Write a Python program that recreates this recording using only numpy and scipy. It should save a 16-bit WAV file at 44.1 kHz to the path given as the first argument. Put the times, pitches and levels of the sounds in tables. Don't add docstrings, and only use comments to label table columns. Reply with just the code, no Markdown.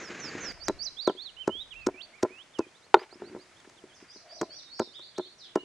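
import sys
import numpy as np
from scipy import signal
from scipy.fft import rfft, irfft, next_fast_len
from scipy.io import wavfile
from scipy.ndimage import uniform_filter1d

SR = 44100
rng = np.random.default_rng(int(sys.argv[2]) if len(sys.argv) > 2 else 0)


def gain_from_db(level_db):
    decades = np.asarray(level_db, float) / 20
    return 10 ** decades


def to_wav(s):
    ch = np.atleast_2d(s).T
    pcm = np.round(np.clip(ch, -1, 1) * 32767)
    wavfile.write(sys.argv[1], SR, pcm.astype(np.int16))


N = 249058
WALL_MS = 73.5
RUSH_END_S = 0.523
# mode_hz, relative_db, t60_s
SLAB = [(128, -33, 0.051), (243, -12, 0.033), (298, -14, 0.06), (359.1, 0, 0.06), (430.3, -17.5, 0.022),
        (653.6, 0.5, 0.0096)]
# share_of_length [0-1], share_of_pitch_range [0-1], offset_db from the note's level
FALL = [(0, 0.92, -13.5), (.3, .7, -8), (.65, .35, -5.5), (1, 0.049, -7)]
RISE = [(0, 0., -13.5), (.38, .55, -1.5), (.65, .93, -0.5), (1, 0.88, -12.5)]
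ARCH = [(0, .16, -42), (.26, .49, 2), (.44, .89, -1.5), (.55, 0.96, -12), (.7, .7, 1.5), (1, 0., -11)]
SPIKE = [(0, .18, -31), (.34, 0.32, -4), (.48, 0.79, -7), (.58, 0.99, -10), (.68, 0.56, -4.5),
         (.83, 0.04, -5), (1, 0.027, -23)]
CLIMB = [(0, 0., -7.5), (.5, .5, 0.), (1, 1., -6.5)]
DIP = [(0, .8, 4), (.45, 0., 2), (1, 1., 5)]
HOOK = [(0, .33, -16.5), (.23, .42, 0.), (.45, .85, -12.5), (.67, 0.97, -3.5), (.8, .5, -4.5),
        (1, 0., -5.5)]


def curve(rows):
    time_s, value = np.transpose(rows)
    return np.interp(np.arange(N) / SR, time_s, value)


def along_hz(points, size):
    hz, value = np.transpose(points)
    bin_hz = np.arange(size // 2 + 1) * SR / size
    return np.interp(np.log(bin_hz + 1), np.log(hz), value)


def colour(x, points):
    size = next_fast_len(N, real=True)
    gain = gain_from_db(along_hz(points, size))
    gain = gain / np.sqrt(np.mean(gain ** 2))
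    return irfft(rfft(x, size) * gain, size)[..., :N]


def band(x, lo_hz, hi_hz):
    sos = signal.butter(2, [lo_hz, hi_hz], "band", fs=SR, output="sos")
    return signal.sosfilt(sos, x) / np.sqrt(2 * (hi_hz - lo_hz) / SR)


def walk(rate_hz):
    hold = int(SR / rate_hz)
    steps = np.repeat(rng.standard_normal(N // hold + 1), hold)
    return uniform_filter1d(steps, hold)[:N]


def scatter(x, t60_s, onset_s, patchy_db):
    t = np.arange(SR) / SR
    decay = np.exp(-np.log(1000) * t / t60_s) * np.clip(t / onset_s, 0, 1)
    tail = rng.standard_normal((2, SR)) * decay * gain_from_db(patchy_db * walk(53)[:SR])
    tail = tail / np.sqrt(np.sum(tail ** 2, 1, keepdims=True))
    return signal.fftconvolve(x[None], tail, axes=1)[:, :N]


def spread(points, likeness):
    size = next_fast_len(N, real=True)
    alike = np.clip(along_hz(likeness, size), 0, 1)
    mid, side = rfft(rng.standard_normal((2, size)))
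    pair = mid * np.sqrt((1 + alike) / 2) + side * np.sqrt((1 - alike) / 2) * np.array([[1], [-1]])
    return colour(irfft(pair, size)[:, :N], points)


def ring(force, modes):
    swings = []
    for hz, db, t60_s in modes:
        pole = np.exp(2j * np.pi * hz / SR - np.log(1000) / (t60_s * SR))
        swings.append(gain_from_db(db) * signal.lfilter([1], [1, -pole], force).imag)
    return swings


def contacts():
    # start_s, thud_db, clack_db, rebound_after_ms, rebound_thud_db
    blows = [(0.6868, -16.5, -29, 9.69, -16), (1.0763, -10, -15.5, 21.1, -18.5),
             (1.4779, -8, -18, 15.22, -23.5), (1.869, -9.5, -19, 18.7, -22), (2.2324, -7.5, -17, 16.9, -20),
             (2.5924, -11, -22, 12.6, -26.5), (2.9427, -10.5, 0, 25.3, -22.5),
             (4.4185, -14.5, -27, 11.6, -24), (4.8003, -11.5, -19, 17.7, -25.5),
             (5.185, -20.5, -28.5, 10.9, -24.5), (5.5581, -12.5, -18, 14.3, -25.5)]
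    # start_s, thud_db, clack_db
    other_contacts = [(0.102, -28, -57), (0.351, -18, -38), (0.576, -61, -45.5), (0.624, -57, -46),
                      (2.866, -58.5, -55), (2.9453, -18, -4.5), (3.127, -44, -44), (3.156, -36, -55.5),
                      (3.22, -29, -34.5), (3.234, -30, -57.5), (3.349, -26, -35.5), (3.363, -34, -39.5),
                      (3.648, -53, -51), (3.674, -39, -54), (3.839, -35, -50.5), (4.025, -37, -81),
                      (4.16, -39, -50.5), (4.412, -22, -35), (4.995, -48, -49), (5.631, -49, -56)]
    rebound_clack_db = -4.5
    roll_from_s, roll_to_s, bumps = 3.195, 3.4, 26
    bump_db, bump_scatter_db, bump_clack_db, clack_scatter_db = -39.5, 2.5, -20, 4

    rebounds = [(s + ms / 1000, db, db + rebound_clack_db) for s, _, _, ms, db in blows]
    place = (np.arange(bumps) + rng.random(bumps)) / bumps
    roll_s = roll_from_s + (roll_to_s - roll_from_s) * place
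    roll_thud_db = bump_db + bump_scatter_db * rng.standard_normal(bumps)
    roll_clack_db = roll_thud_db + bump_clack_db + clack_scatter_db * rng.standard_normal(bumps)
    rolling = list(zip(roll_s, roll_thud_db, roll_clack_db))
    return [row[:3] for row in blows] + rebounds + other_contacts + rolling


def thud(force):
    total = np.zeros(N)
    for swing, (hz, _, _) in zip(ring(force, SLAB), SLAB):
        total -= np.diff(swing, n=2, prepend=[0, 0]) / (2 * np.pi * hz / SR) ** 2
    return total


def knocks():
    # mode_hz, relative_db, t60_s
    stone_modes = [(662, -7, 0.028), (785, -25, 0.064), (900.6, -8, 0.0254), (1001, 0.5, 0.019),
                   (1235, -17, 0.006), (1336, -3, 0.019), (1700, -14.5, 0.023), (2109, -18.5, 0.025),
                   (2480, -18, 0.015), (2902, -19, 0.005), (3635, -19.5, 0.025), (5700, -34, 0.013)]
    soft_contact_ms, hardness = 3.48, 1.37
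    soft_chatter_ms, slab_chatter_db, stone_chatter_db = 19.0, -4, -4.5
    chatter_n = 2000

    force = np.zeros((2, N + SR))
    for s, slab_db, stone_db in contacts():
        soft = 1 / (1 + hardness * gain_from_db(stone_db - slab_db))
        contact_n = soft_contact_ms * soft * SR / 1000
        lasts_n = soft_chatter_ms * soft * SR / 1000
        fade = np.exp(-(np.arange(chatter_n) / lasts_n) ** 2) / np.sqrt(lasts_n)
        judder = rng.standard_normal(chatter_n) * fade
        parts = ((0, slab_db, 0.91, slab_chatter_db), (1, stone_db, 0.3, stone_chatter_db))
        for part, db, share, chatter_db in parts:
            push = np.sin(np.pi * np.arange(0, 1, 1 / (share * contact_n))) ** (1.035 + soft ** 6.1)
            jolts = gain_from_db(chatter_db) * judder
            jolts[0] = 1
            jolts = np.convolve(jolts, push / push.sum())
            start = int(s * SR)
            force[part, start:start + len(jolts)] += gain_from_db(db) * jolts
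    clack = sum(ring(force[1, :N], stone_modes))
    radiation = signal.butter(2, 400, "high", fs=SR, output="sos")
    return thud(force[0, :N]) + signal.sosfilt(radiation, clack)


def crunches():
    # time_s, level_db
    cracking = [(0.6839, -20.5), (1.074, -24.5), (1.0959, -43), (1.4768, -24), (1.7416, -47.5),
                (1.8671, -20.5), (2.2296, -19), (2.589, -29), (2.942, -48.5), (3.6032, -48), (3.6963, -41),
                (4.4146, -22.5), (4.7953, -21), (4.994, -46), (5.1814, -29.5), (5.5569, -24.5)]
    # hz, relative_db per Hz
    crack_colour = [(60, -47), (300, -9), (700, 7), (1500, 5.5), (3000, -9.5), (4500, -4.5), (6000, 1),
                    (8000, -8.5), (10500, -29), (16000, -29)]
    half_length_ms = 2.89
    t = np.arange(N) / SR
    gate = np.zeros(N)
    for s, db in cracking:
        gate += gain_from_db(db) * np.exp(-((t - s) * 1000 / half_length_ms - 0.4) ** 2)
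    cracks = rng.standard_normal(N) * gain_from_db(3.66 * rng.exponential(1, N) - 13.5)
    return gate * colour(cracks, crack_colour)


def stone_with_echoes():
    # delay_ms, level_db, top_hz
    reflections = [(9.464, -13, 980), (WALL_MS, -30, 550)]
    yard_db, yard_t60_s = -27.5, 0.36
    hits = knocks() + crunches()
    stone = hits.copy()
    for ms, db, top_hz in reflections:
        lag = int(ms * SR / 1000)
        dulled = signal.lfilter(*signal.butter(2, top_hz, fs=SR), hits)
        stone[lag:] += gain_from_db(db) * dulled[:-lag]
    return stone + gain_from_db(yard_db) * scatter(hits, yard_t60_s, 0.005, 2.0)[0]


def skids():
    # start_s, level_db, length_ms
    slides = [(2.989, -44.5, 60), (3.19, -59.5, 65), (4.001, -51, 20), (4.255, -55.5, 82)]
    t = np.arange(N) / SR
    gate = np.zeros(N)
    for s, db, ms in slides:
        gate += gain_from_db(db) * np.interp((t - s) * 1000 / ms, [0, 0.08, 0.7, 1.2], [0.034, 0.49, 0.52, 0.0045])
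    return gate * band(rng.standard_normal(N) * gain_from_db(3.0 * walk(150)), 620, 2500)


def handling():
    # time_s, level_db
    handling_level = [(0.53, -58.5), (0.86, -64), (1.04, -73), (1.66, -73), (1.93, -65), (2.3, -64),
                      (2.68, -75), (2.92, -72), (3.32, -58.5), (3.42, -66.5), (4.05, -64), (4.25, -68),
                      (4.45, -62.5), (4.89, -73), (5.22, -71), (5.49, -67), (5.65, -64)]
    # start_s, length_s, level_db
    rubs = [(0.502, 0.41, -59), (1.857, 0.31, -60.5), (3.09, 0.4, -65), (3.751, 0.294, -70),
            (4.187, 0.42, -56)]
    rumble_db = -6
    t = np.arange(N) / SR
    rumble = sum(ring(rng.standard_normal(N) * gain_from_db(0.62 * walk(49)), SLAB))
    hollow = band(rng.standard_normal(N), 585, 720) * gain_from_db(3.5 * walk(50))
    grains = rng.standard_normal(N) * gain_from_db(0.93 * walk(740))
    scrape = band(grains, 1200, 2418) * gain_from_db(3.3 * walk(65))
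    strokes = np.zeros(N)
    for s, length_s, db in rubs:
        strokes += gain_from_db(db) * np.sin(np.pi * np.clip((t - s) / length_s, 0, 1)) ** 0.8
    busy = gain_from_db(curve(handling_level)) * (gain_from_db(rumble_db) * rumble / rumble.std() + scrape / scrape.std())
    return (t > RUSH_END_S) * (busy + strokes * hollow / hollow.std())


def courses(groups):
    notes = []
    for shape, rows in groups:
        for s, length_s, lo_hz, hi_hz, db in rows:
            notes.append([(s + a * length_s, lo_hz + b * (hi_hz - lo_hz), db + c) for a, b, c in shape])
    return notes


def whistle(notes, round_ms, fade_ms):
    out = np.zeros(N)
    round_n = int(round_ms * SR / 1000)
    for note in notes:
        s, hz, db = np.transpose(note)
        i = np.arange(int(s[0] * SR), min(int(s[-1] * SR), N))
        pitch_hz = uniform_filter1d(np.interp(i / SR, s, hz), round_n, mode="nearest")
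        loud = uniform_filter1d(np.interp(i / SR, s, gain_from_db(db)), round_n, mode="nearest")
        ends = np.clip(np.minimum(i - i[0], i[-1] - i) * 1000 / SR / fade_ms, 0, 1)
        out[i] += np.sqrt(2) * loud * ends * np.sin(2 * np.pi * np.cumsum(pitch_hz) / SR)
    return out


def birds():
    # start_s, length_s, low_hz, high_hz, level_db
    right_notes = [ (FALL, [(0, 0.092, 4760, 6580, -46.5), (.198, 0.1, 4320, 6530, -38.5),
                   (.405, 0.11, 4410, 6760, -36), (3.765, 0.034, 2880, 4020, -57),
                   (2.7, .02, 4000, 4900, -67.5), (4.08, 0.013, 2540, 3340, -65),
                   (5.088, 0.045, 3250, 3730, -61)]), (SPIKE, [(.595, .11, 3860, 6460, -40.5),
                   (.785, .11, 3930, 6285, -32.5)]), (ARCH, [(.965, 0.14, 2844, 4930, -38.5),
                   (1.165, 0.14, 2745, 4600, -43.5), (2.125, 0.084, 1970, 2480, -58),
                   (3.55, 0.073, 2895, 3740, -65.5)]), (RISE, [(2.97, 0.054, 3900, 5070, -56),
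                   (3.235, 0.068, 3630, 4730, -59), (3.385, 0.056, 3740, 4890, -60)]),
                   (CLIMB, [(1.8, 0.037, 3750, 5000, -65), (2.665, 0.027, 3070, 3340, -64),
                   (2.735, .052, 3100, 4250, -65.5), (2.82, .047, 3530, 4700, -64),
                   (3.105, 0.05, 3860, 5500, -57), (4.11, 0.044, 3130, 3900, -64),
                   (4.29, .05, 2800, 3760, -68), (4.485, 0.1, 2800, 3770, -65.5),
                   (5.25, .04, 3030, 3450, -62), (5.59, .03, 3820, 4410, -61)]),
                   (DIP, [(3.89, 0.063, 3000, 3620, -69), (4.658, 0.056, 3650, 3990, -61.5)])]
    far_notes = [(FALL, [(3.94, 0.033, 4510, 6900, -49.5)]), (HOOK, [(4.08, 0.093, 3944, 6230, -48),
                 (4.285, 0.11, 3730, 6060, -45.5), (4.49, 0.11, 3450, 6030, -43),
                 (4.7, .12, 3544, 5650, -42.5)])]
    # time_s, pitch_hz, level_db
    right_winding = [
        [(1.365, 2730, -54), (1.378, 3030, -49), (1.42, 3100.0, -41.5), (1.437, 2860, -52),
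         (1.452, 2470, -53.5)],
        [(1.498, 2880, -47), (1.55, 3207, -41.5), (1.6, 3530, -42), (1.615, 3830, -41.5), (1.633, 3790, -45)],
        [(1.706, 3520, -58), (1.72, 3250.0, -45.5), (1.745, 2310, -57), (1.765, 2710, -49.5), (1.79, 2720, -50),
         (1.86, 2430, -55)],
        [(1.94, 2320, -52.5), (1.96, 2330.0, -60.5), (2.005, 2800, -47.5), (2.017, 3500, -43.5),
         (2.025, 4700, -56), (2.035, 4420, -46), (2.062, 4660, -78)],
        [(2.27, 1910.0, -90), (2.32, 2460, -56.5), (2.375, 2650, -55.5), (2.41, 3130, -49.5),
         (2.435, 3760, -67.5)],
        [(2.535, 3730, -66), (2.56, 3040.0, -52.5), (2.585, 2730, -61), (2.655, 2390, -58)],
        [(4.862, 3960, -60), (4.885, 3610, -57), (4.915, 3655, -62.5), (4.935, 4580, -62), (4.97, 5220, -63)],
    ]
    far_winding = [
        [(4.935, 2880, -55), (4.955, 3760, -44), (4.98, 3362, -58), (5.01, 3770, -47.5), (5.035, 4530, -49),
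         (5.06, 4730, -75), (5.1, 3445, -66)],
        [(5.14, 2770, -71), (5.16, 3610, -49), (5.175, 4470, -47), (5.19, 3632, -57), (5.22, 3514, -50),
         (5.26, 4430, -52.5), (5.29, 4480, -61)],
        [(5.38, 6150, -56), (5.41, 4040, -48.5), (5.45, 3310, -51.5), (5.475, 2640, -73)],
        [(5.555, 2933, -52), (5.59, 2858, -52.5), (5.65, 3050, -58)],
    ]

    right = whistle(courses(right_notes) + right_winding, 3.6, 2.9) * gain_from_db(1.5 * walk(130))
    far = whistle(courses(far_notes) + far_winding, 8.8, 0.51)
    direct = right * gain_from_db(np.array([[-9], [5]])) + far * gain_from_db(np.array([[-10], [-6]]))
    right_echo = gain_from_db(-10.5) * scatter(right, 0.5, 0.01, 2.0)
    far_echo = gain_from_db(np.array([[-1.5], [1.5]])) * scatter(far, 0.4, 0.012, 1.5)
    lag = int(WALL_MS * SR / 1000)
    wall = np.r_[np.zeros(lag), right[:-lag]] * gain_from_db(-25.5 + 4.0 * walk(60))
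    return direct + wall + right_echo + far_echo


def rush():
    # hz, relative_db per Hz
    rush_colour = [(35, -48), (60, -12), (338, 1), (924, -11.5), (1700, -2.5), (1910, -4.5), (2300, -5.5),
                   (3190, -15), (5460, -19.5), (6900, -14), (8510, -38.5), (10500, -73), (11500, -60),
                   (14600, -48), (16000, -77)]
    # time_s, level_db
    rush_level = [(0.0, -49), (0.352, -47), (0.482, -46.5), (0.52, -48.5)]
    gain_db, grain_db = 5, 2.0
    noise = spread(rush_colour, [(60, 1.0), (200, 1), (3000, 0.99), (5000, 1.0)])
    level_db = curve(rush_level) + gain_db + grain_db * walk(69.3)
    return noise * gain_from_db(level_db) * (np.arange(N) / SR < RUSH_END_S)


def wind():
    # time_s, level_db
    gust_level = [(0.2, -98), (0.49, -51.5), (0.62, -60), (0.71, -50), (1.07, -79.5), (1.59, -62.5),
                  (1.7, -66), (1.79, -57), (2.14, -80), (3.68, -92.5), (4.72, -76), (5.3, -96.5),
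                  (5.65, -73.5)]
    gust_colour = [(10, -8.5), (30, -3.0), (70, -5), (200, -16.0), (600, -40), (20000, -90.0)]
    gusts = colour(rng.standard_normal((2, N)), gust_colour)
    flutter_db = np.array([1.2 * walk(15), 3.2 * walk(13)])
    return gusts * gain_from_db(curve(gust_level) + flutter_db)


def air():
    # hz, relative_db per Hz
    air_colour = [(35, -26), (60, -6.5), (130, 0.5), (198, -3.5), (593, -0.5), (1550, -6), (2350, -5),
                  (2710, -8), (5210, -8.5), (6740, -10), (10300, -17.5), (11500, -29.5), (14600, -51.5),
                  (16000, -45.5)]
    # hz, likeness [0-1]
    air_likeness = [(60, 0.6), (290, .85), (1400, 0.31), (3100, 0.5), (6800, 0.3), (15000, 0)]
    mean_db = -61
    return gain_from_db(mean_db + 1.0 * walk(4.565)) * spread(air_colour, air_likeness)


def scene():
    return stone_with_echoes() + skids() + handling() + birds() + rush() + wind() + air()


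def low_pass(x):
    return signal.sosfilt(signal.butter(12, 16540, fs=SR, output="sos"), x)


def record(dry):
    mix = np.clip(dry, -1, 1)
    return low_pass(mix)


dry = scene()
out = record(dry)
to_wav(out)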